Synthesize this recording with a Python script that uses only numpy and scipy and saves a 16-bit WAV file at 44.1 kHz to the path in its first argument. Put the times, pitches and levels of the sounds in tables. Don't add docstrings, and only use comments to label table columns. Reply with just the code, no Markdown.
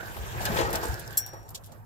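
import sys
import numpy as np
from scipy import signal
from scipy.io import wavfile

SR = 44100
rng = np.random.default_rng(int(sys.argv[2]) if len(sys.argv) > 2 else 0)


def materialize(psi):
    bounded = np.clip(np.atleast_2d(psi).T, -1, 1)
    quanta = np.round(bounded * 32767).astype(np.int16)
    wavfile.write(sys.argv[1], SR, quanta)


def convert_level_to_amplitude(level_db):
    exponent = np.asarray(level_db, float) / 20
    return 10 ** exponent


N = 81585

CUTOFF_HZ = 16800
ALIKE, LEFT_LEADS_S = 0.36, 0.00043


def rms_one(x):
    return x / np.sqrt(np.mean(x ** 2) + 1e-20)


def in_time(rows):
    s, *columns = np.transpose(rows)
    return [np.interp(np.arange(N) / SR, s, c) for c in columns]


def drift(rate):
    r = np.exp(-80 * np.pi * rate / SR)
    noise = rng.standard_normal(N // 40 + 2002)
    slow = signal.lfilter([1], [1, -2 * r, r * r], noise)[2000:]
    return np.interp(np.arange(N) / 40, np.arange(len(slow)), rms_one(slow))


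def ring(clicks, hz, t60):
    r, w = convert_level_to_amplitude(-60 / (t60 * SR)), 2 * np.pi * hz / SR
    return signal.lfilter([0, np.sin(w)], [1, -2 * r * np.cos(w), r * r], clicks + 1e-18)


def struck(s, rise_s, t60):
    t = np.maximum(np.arange(N) / SR - s, 0)
    return (1 - np.exp(-t / rise_s)) * convert_level_to_amplitude(-60 * t / max(t60, 0.005))


def grains(per_s, spread_db):
    sizes = convert_level_to_amplitude(spread_db * np.minimum(rng.exponential(1, (2, N)), 5))
    signs = rng.choice([-1, 1], (2, N))
    return sizes * signs * (rng.random((2, N)) < per_s / SR)


def band_noise(low_hz, high_hz):
    sos = signal.butter(3, [low_hz, high_hz], "band", fs=SR, output="sos")
    return rms_one(signal.sosfilt(sos, rng.standard_normal((2, N))))


def coloured(pair, spectrum, patchy_db):
    out, edges = 0, 30 * 2 ** np.arange(0, 9.6, 0.5)
    hz, db = np.transpose(spectrum)
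    for k, (low, high) in enumerate(zip(edges, edges[1:])):
        sos = signal.butter(2, [low, min(high, 0.47 * SR)], "band", fs=SR, output="sos")
        band = signal.sosfilt(sos, np.roll(pair, 997 * (k % 2), axis=1))
        level_db = np.interp(np.log(low * high) / 2, np.log(hz), db)
        out = out + convert_level_to_amplitude(level_db + patchy_db * drift(17.0)) * band
    return rms_one(out)


def pan(pan_db):
    return convert_level_to_amplitude(np.array([[pan_db / 2], [-pan_db / 2]]))


def spaced(pair, alike, lag_s, pan_db):
    alike = np.clip(alike, 0, 1)
    right = alike * np.roll(pair[0], int(lag_s * SR)) + np.sqrt(1 - alike ** 2) * pair[1]
    return np.array([pair[0] * convert_level_to_amplitude(pan_db / 2), right * convert_level_to_amplitude(-pan_db / 2)])


HOOD_ALIKE, HOOD_LEAD_S = 0.74, 0.00033
SLIPS_PER_S, SLIP_SPREAD_DB = 600, 4
KNOCK_SPREAD_DB, KNOCK_SMEAR_S, FAVOUR_DB_PER_OCTAVE = 2.5, 0.005, 9
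# (time [s], level [dB], left-right [dB])
HEAVE = [(0.0, -48, -3), (0.292, -44, 0), (0.54, -32, 3), (0.608, -29, 4.5), (0.638, -32, 1.5),
         (0.772, -33.5, 2.5), (0.818, -39, -1), (0.838, -33.5, 2), (0.994, -46.5, -2.5),
         (1.324, -56.5, 1.5), (1.34, -45.5, -1.5), (1.44, -55.5, -0.5), (1.52, -59, 2), (1.85, -81, 6)]
PANEL_HZ = [200, 255, 343, 400, 469, 540, 637, 673, 729, 822, 873, 1255, 1660, 1865]
# (level [dB], t60 [s])
PANEL_MODES = [(-9, 0.094), (-7.5, 0.055), (-9.5, 0.26), (-2, 0.066), (-3.5, 0.14), (-4.5, 0.14),
               (-56, 0.021), (-3.5, 0.11), (-10.5, 0.09), (-2.5, 0.054), (-3, 0.094), (0, 0.063),
               (-27.5, 0.072), (-3.5, 0.16)]
# (frequency [Hz], level [dB per Hz])
RASP = [
    (88, -34),
    (150, -14),
    (280, -15.5),
    (466, -3),
    (578, -5.5),
    (888, -3.5),
    (1140, -7.5),
    (1900, -20.5),
    (16000, -76),
]
# (time [s], peak level [dB], dry crack re peak [dB], favoured pitch [Hz])
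KNOCKS = [(.004, -32.5, -11, 825), (0.029, -30, -23, 760), (0.166, -33.5, -6, 600), (.411, -29.5, -6, 696),
          (0.4535, -24, 3, 1280), (0.516, -21, -10, 400), (0.565, -19, -4, 800), (0.586, -13, -10, 564),
          (0.602, -16.5, -14.5, 610), (.611, -18.5, -17.5, 740), (0.627, -19, -18, 463),
          (0.652, -20, -19, 840), (0.682, -19, -25, 462), (.693, -25, -32, 500), (0.705, -24, -28, 450),
          (.721, -23.5, -36, 420), (0.737, -23, -7, 400), (0.748, -23, -14, 704), (0.763, -28.5, -7, 750),
          (0.831, -30, -16, 760), (.845, -24.5, -21, 594), (.872, -28, -20, 500), (1.331, -32, -24, 482)]


def hood():
    heave_db, pan_db = in_time(HEAVE)
    slips = convert_level_to_amplitude(heave_db - 6.5) * rms_one(grains(SLIPS_PER_S, SLIP_SPREAD_DB)) / 20
    s, knock_db, _, favoured_hz = np.transpose(KNOCKS)
    both = (len(s), 2)
    out = convert_level_to_amplitude(heave_db - 1) * coloured(rng.standard_normal((2, N)), RASP, patchy_db=2.5)
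    for hz, (level_db, t60) in zip(PANEL_HZ, PANEL_MODES):
        reach_db = knock_db - FAVOUR_DB_PER_OCTAVE * np.abs(np.log2(hz / favoured_hz))
        size_db = reach_db[:, None] - 6.5 + KNOCK_SPREAD_DB * rng.standard_normal(both)
        blows = convert_level_to_amplitude(size_db) * rng.choice([-1, 1], both)
        at = ((s + KNOCK_SMEAR_S * rng.random(len(s))) * SR).astype(int)
        hits = slips.copy()
        hits[:, at] += blows.T
        out += convert_level_to_amplitude(level_db) * ring(hits, hz, 0.66 * max(t60, 0.01))
    cracks = sum(convert_level_to_amplitude(db + crack_db - 3) * struck(at_s, 0.0051, 0.095) for at_s, db, crack_db, _ in KNOCKS)
    out += band_noise(490, 4600) * cracks
    return spaced(out, HOOD_ALIKE, HOOD_LEAD_S, pan_db)


TAP_S, TAP_DB, TAP_LENGTH_S = 0.166, -35, 0.014
TAP_FROM_HZ, TAP_TO_HZ, SWEEP_S = 3500, 480, 0.003


def tap():
    t = np.arange(N) / SR - TAP_S
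    hz = TAP_TO_HZ + (TAP_FROM_HZ - TAP_TO_HZ) * np.exp(-np.maximum(t, 0) / SWEEP_S)
    shape = np.abs(np.sin(np.pi * np.clip(t / TAP_LENGTH_S, 0, 1))) ** 0.5
    sweep = shape * np.sin(2 * np.pi * np.cumsum(hz) / SR)
    return convert_level_to_amplitude(TAP_DB) * spaced([sweep, 0], 0.44, HOOD_LEAD_S, 0)


BOOM_RISE_S = 0.005
# (time [s], peak level [dB], frequency [Hz], t60 [s])
BOOMS = [
    (0.192, -29.5, 59.8, 0.36),
    (0.37, -23, 99.4, 0.11),
    (0.407, -32, 195, 0.078),
    (0.498, -12, 194, 0.037),
    (0.516, -30, 192, 0.077),
    (0.623, -21.5, 63.4, 0.19),
    (0.887, -17, 66.5, 0.14),
    (0.931, -17, 110, 0.047),
    (1.027, -34.5, 54.5, 0.15),
    (1.328, -41, 92, 0.16),
]
# (time [s], level [dB])
FLEX = [
    (0.0, -56),
    (0.184, -50.5),
    (0.55, -41.5),
    (1.318, -61),
    (1.85, -71),
]


def booms():
    t = np.arange(N) / SR
    flex_db, = in_time(FLEX)
    out = convert_level_to_amplitude(flex_db + 8.5) * band_noise(37, 130.8)
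    for s, db, hz, t60 in BOOMS:
        lag = rng.uniform(1, 1.33) * np.array([[0], [1]])
        out = out + convert_level_to_amplitude(db) * struck(s, BOOM_RISE_S, t60) * np.sin(2 * np.pi * hz * (t - s) - lag)
    return out


HINGE_WIDTH_HZ = 118
HINGE_ALIKE, HINGE_LEAD_S, HINGE_PAN_DB = 0.88, 0.00052, -6.5
# (time [s], level [dB], centre frequency [Hz])
HINGE = [(0.0, -35.5, 1519), (0.02, -45, 1550), (0.084, -45.5, 1591), (0.132, -53.5, 1563),
         (0.366, -53, 1649), (0.39, -43.5, 1690), (0.432, -46, 1600), (0.472, -35, 1608),
         (0.54, -51.5, 1596), (0.592, -41.5, 1645), (0.706, -59, 1550), (0.758, -41, 1540),
         (0.794, -47, 1606), (0.908, -42, 1547), (1.078, -53.5, 1574), (1.114, -48, 1609),
         (1.36, -60.5, 1619), (1.45, -71.5, 1562)]


def hinge():
    db, hz = in_time(HINGE)
    sos = signal.butter(2, HINGE_WIDTH_HZ, fs=SR, output="sos")
    wobble = signal.sosfilt(sos, rng.standard_normal((2, 2, N)))
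    phase = 2 * np.pi * np.cumsum(hz) / SR
    sigh = rms_one(wobble[0] * np.cos(phase) + wobble[1] * np.sin(phase))
    return convert_level_to_amplitude(db + 0.83 * drift(12.0)) * spaced(sigh, HINGE_ALIKE, HINGE_LEAD_S, HINGE_PAN_DB)


GRAINS_PER_S, GRAIN_SPREAD_DB = 4200, 2.5
# (time [s], level [dB])
STIR = [(0.0, -48.5), (0.308, -45), (.54, -37.5), (0.585, -32.5), (0.635, -42), (0.824, -44),
        (0.948, -48.5), (1.18, -51.5), (1.338, -63), (1.524, -71), (1.726, -66), (1.85, -83)]
# (frequency [Hz], level [dB per Hz])
LEAVES = [
    (1180, -2),
    (2000, 3.5),
    (4020, -1.5),
    (6410, -3.5),
    (8000, -7.5),
    (10200, -9),
    (12800, -9.5),
    (15900, -6),
    (16500, -5),
]


def leaves():
    db, = in_time(STIR)
    rustle = coloured(grains(GRAINS_PER_S, GRAIN_SPREAD_DB), LEAVES, patchy_db=3.0)
    return convert_level_to_amplitude(db) * spaced(rustle, 0.05, LEFT_LEADS_S, 0.1)


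SNAP_RISE_S, SNAP_HIGH_DB, SNAP_LOW_HZ, SNAP_SPLIT_HZ = 0.0013, -13, 2960, 7760
HEAD_RISE_S, SNAP_HEAD_DB, SNAP_HEAD_T60_S = 0.0002, -4.5, 0.005
SNAP_GRAIN_DB, SNAP_GRAIN_PER_S = 2.5, 180
# (time [s], peak level [dB], low part re peak [dB], t60 [s], left-right [dB])
SNAPS = [(0.407, -42, -1, 0.34, 4), (0.4524, -16.5, -13, 0.051, 4.5), (0.563, -40, 3, 0.068, 0),
         (.586, -48, -3, 0.12, -7), (0.7033, -27.5, -16, 0.063, -1.5), (0.729, -19, -13.5, 0.076, -0.5),
         (0.7544, -21.5, -8.5, 0.057, -0.5), (0.8275, -34.5, -10, 0.42, -7),
         (0.8847, -40.5, -11, 0.035, -12), (0.918, -39, -8.5, 0.17, -1), (0.9938, -23, -20.5, 0.046, -2.5),
         (1.1056, -37, -12.5, 0.057, -6), (1.261, -34.5, -16, 0.15, -3), (1.333, -42.5, -10, .08, -2),
         (1.4284, -45, -14, 0.045, 1), (1.481, -55, -3.5, .05, -6), (1.4893, -41.5, -17, 0.1, 1),
         (1.504, -45.5, -14.5, 0.12, -2), (1.5425, -56, -2, 0.034, 6), (1.5463, -28, -6.5, 0.079, 0.5),
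         (1.556, -45, 1, 0.034, -9), (1.568, -60, -2, 0.044, 0), (1.6364, -43.5, -10, 0.19, -2.5),
         (1.658, -37.5, -30, 0.046, 9), (1.718, -44, -9, 0.096, -2.5)]


def snaps():
    low = spaced(band_noise(SNAP_LOW_HZ, SNAP_SPLIT_HZ), ALIKE, LEFT_LEADS_S, 0)
    high = spaced(band_noise(SNAP_SPLIT_HZ, CUTOFF_HZ), ALIKE, LEFT_LEADS_S, 0)
    out = 0
    for s, db, low_db, t60, pan_db in SNAPS:
        head = convert_level_to_amplitude(SNAP_HEAD_DB) * struck(s, HEAD_RISE_S, SNAP_HEAD_T60_S)
        shape = struck(s, SNAP_RISE_S, t60) + head
        out = out + convert_level_to_amplitude(db) * pan(pan_db) * shape * (convert_level_to_amplitude(low_db) * low + convert_level_to_amplitude(SNAP_HIGH_DB) * high)
    return convert_level_to_amplitude(SNAP_GRAIN_DB * drift(SNAP_GRAIN_PER_S)) * out


TICK_CYCLES, TICK_CRACK_DB, TICK_T60_S = 32, -9, 0.012
# (time [s], peak level [dB], ring frequency [Hz], left-right [dB])
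TICKS = [(.856, -28, 8170, -19.5), (0.868, -32, 9500, -11), (0.942, -26.5, 5345, 7), (1.077, -30, 5570, 7),
         (1.128, -35.5, 12500, -1), (1.136, -40, 4450, -9), (1.263, -28.5, 12550, 7), (1.29, -40, 12300, 2),
         (1.2646, -42, 7800, 0), (1.4892, -39, 13000, 6), (1.492, -34.5, 6900, 2), (1.5047, -39, 12300, 10),
         (1.5087, -41, 12400, 10)]


def ticks():
    noise = spaced(band_noise(4400, CUTOFF_HZ), ALIKE, LEFT_LEADS_S, 0)
    t, out = np.arange(N) / SR, 0
    for s, db, hz, pan_db in TICKS:
        rung = struck(s, HEAD_RISE_S, TICK_CYCLES / hz) * np.sin(2 * np.pi * hz * t)
        crack = convert_level_to_amplitude(TICK_CRACK_DB) * struck(s, HEAD_RISE_S, TICK_T60_S) * noise
        out = out + convert_level_to_amplitude(db) * (spaced([rung, 0], 1.0, LEFT_LEADS_S, pan_db) + crack)
    return out


PART_DB, PART_LEAD_S, HIT_RISE_S, TICK_RINGS_DB = -8, 0.00037, 0.0007, -14
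PART_RESTS_S, REST_T60_S = 1.45, 0.32
CRACK_DB, CRACK_T60_S = -11.5, 0.092
CRACK_LOW_HZ, CRACK_DULL_HZ, CRACK_DULL_DB = 6500, 3000, -17
# (time [s], peak level [dB])
CLINKS = [
    (1.1720, -19.5),
    (1.1741, -10.5),
]
PART_HZ = [4221, 5120, 5619, 5742, 3420, 7535, 7738, 8436, 9835, 11645, 12598, 12816, 13860, 14310]
# (level [dB], t60 [s], left-right [dB], same or opposite sign at the right [+1 or -1])
PART_MODES = [(-21, .09, -10, 1), (-18, .085, -1, 1), (-17, .56, 5, 1), (-16, .27, -3, 1), (-26, .1, 2, 1),
              (-5.5, .055, -10, 1), (-9, .06, -11, 1), (-24, .08, 12, 1), (-18, .064, 11, 1),
              (-12, .05, 4, 1), (-11, .08, 12, -1), (-6, .062, 9, 1), (-15.5, .073, 2, -1),
              (-16, .24, 5, -1)]


def clink():
    (tick_s, tick_db), (hit_s, hit_db) = CLINKS
    t = np.arange(N) / SR
    rung = 0
    for hz, (db, t60, pan_db, sign) in zip(PART_HZ, PART_MODES):
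        from_tick = convert_level_to_amplitude(tick_db + TICK_RINGS_DB) * struck(tick_s, HEAD_RISE_S, t60)
        from_hit = convert_level_to_amplitude(hit_db) * struck(hit_s, HIT_RISE_S, t60)
        tone = np.sin(2 * np.pi * hz * (t - hit_s) + rng.uniform(0, 1))
        thrown = convert_level_to_amplitude(db + PART_DB) * pan(pan_db) * np.array([[1], [sign]])
        rung = rung + thrown * tone * (from_tick + from_hit)
    rung *= convert_level_to_amplitude(-60 * np.maximum(t - PART_RESTS_S, 0) / REST_T60_S)
    crack = convert_level_to_amplitude(tick_db + 5.0) * struck(tick_s, HEAD_RISE_S, SNAP_HEAD_T60_S)
    crack = crack + convert_level_to_amplitude(hit_db + CRACK_DB) * struck(hit_s, HIT_RISE_S, CRACK_T60_S)
    dull = convert_level_to_amplitude(CRACK_DULL_DB) * band_noise(CRACK_DULL_HZ, CRACK_LOW_HZ)
    noise = band_noise(CRACK_LOW_HZ, CUTOFF_HZ) + dull
    return rung + crack * spaced(noise, ALIKE, PART_LEAD_S, 1.0)


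ENGINE_HZ, ENGINE_DB = 104.05, -48
THROB_DEPTH, THROB_PER_S, THROB_CREST_S = 0.7, 7.1, 1.24


def engine():
    t = np.arange(N) / SR - np.array([[0], [0.002]])
    throb = 1 + THROB_DEPTH * np.cos(2 * np.pi * THROB_PER_S * (t - THROB_CREST_S))
    tone = np.sin(2 * np.pi * ENGINE_HZ * t + 0.62 * drift(21.0))
    return convert_level_to_amplitude(ENGINE_DB + 0.5 * drift(8.5)) * throb * tone


AIR_DB = -51
# (frequency [Hz], level [dB per Hz])
AIR = [
    (30, 5.5),
    (60, -12.5),
    (150, -5),
    (260, -18),
    (860, -14.5),
    (1310, -23.5),
    (3000, -46),
    (16500, -41.5),
]


def open_air():
    floor = coloured(rng.standard_normal((2, N)), AIR, patchy_db=4)
    return convert_level_to_amplitude(AIR_DB) * spaced(floor, 0.28, 0.00026, -3.1)


def scene():
    metal = hood() + tap() + booms() + hinge()
    return metal + leaves() + snaps() + ticks() + clink() + engine() + open_air()


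def low_pass(x):
    return signal.sosfilt(signal.butter(12, 16830, fs=SR, output="sos"), x)


LOW_CUT_HZ = 41
# (frequency [Hz], width [Hz], level [dB])
PORT = [
    (7630, 840, 3),
    (12280, 1400, 7),
]


def record(dry):
    x = signal.sosfilt(signal.butter(2, LOW_CUT_HZ, "high", fs=SR, output="sos"), dry)
    for hz, width_hz, db in PORT:
        x = x + (convert_level_to_amplitude(db) - 1) * signal.lfilter(*signal.iirpeak(hz, hz / width_hz, fs=SR), x)
    x = signal.sosfilt(signal.cheby2(12, 70, CUTOFF_HZ, fs=SR, output="sos"), x)
    return low_pass(x)


dry = scene()
out = record(dry)
materialize(out)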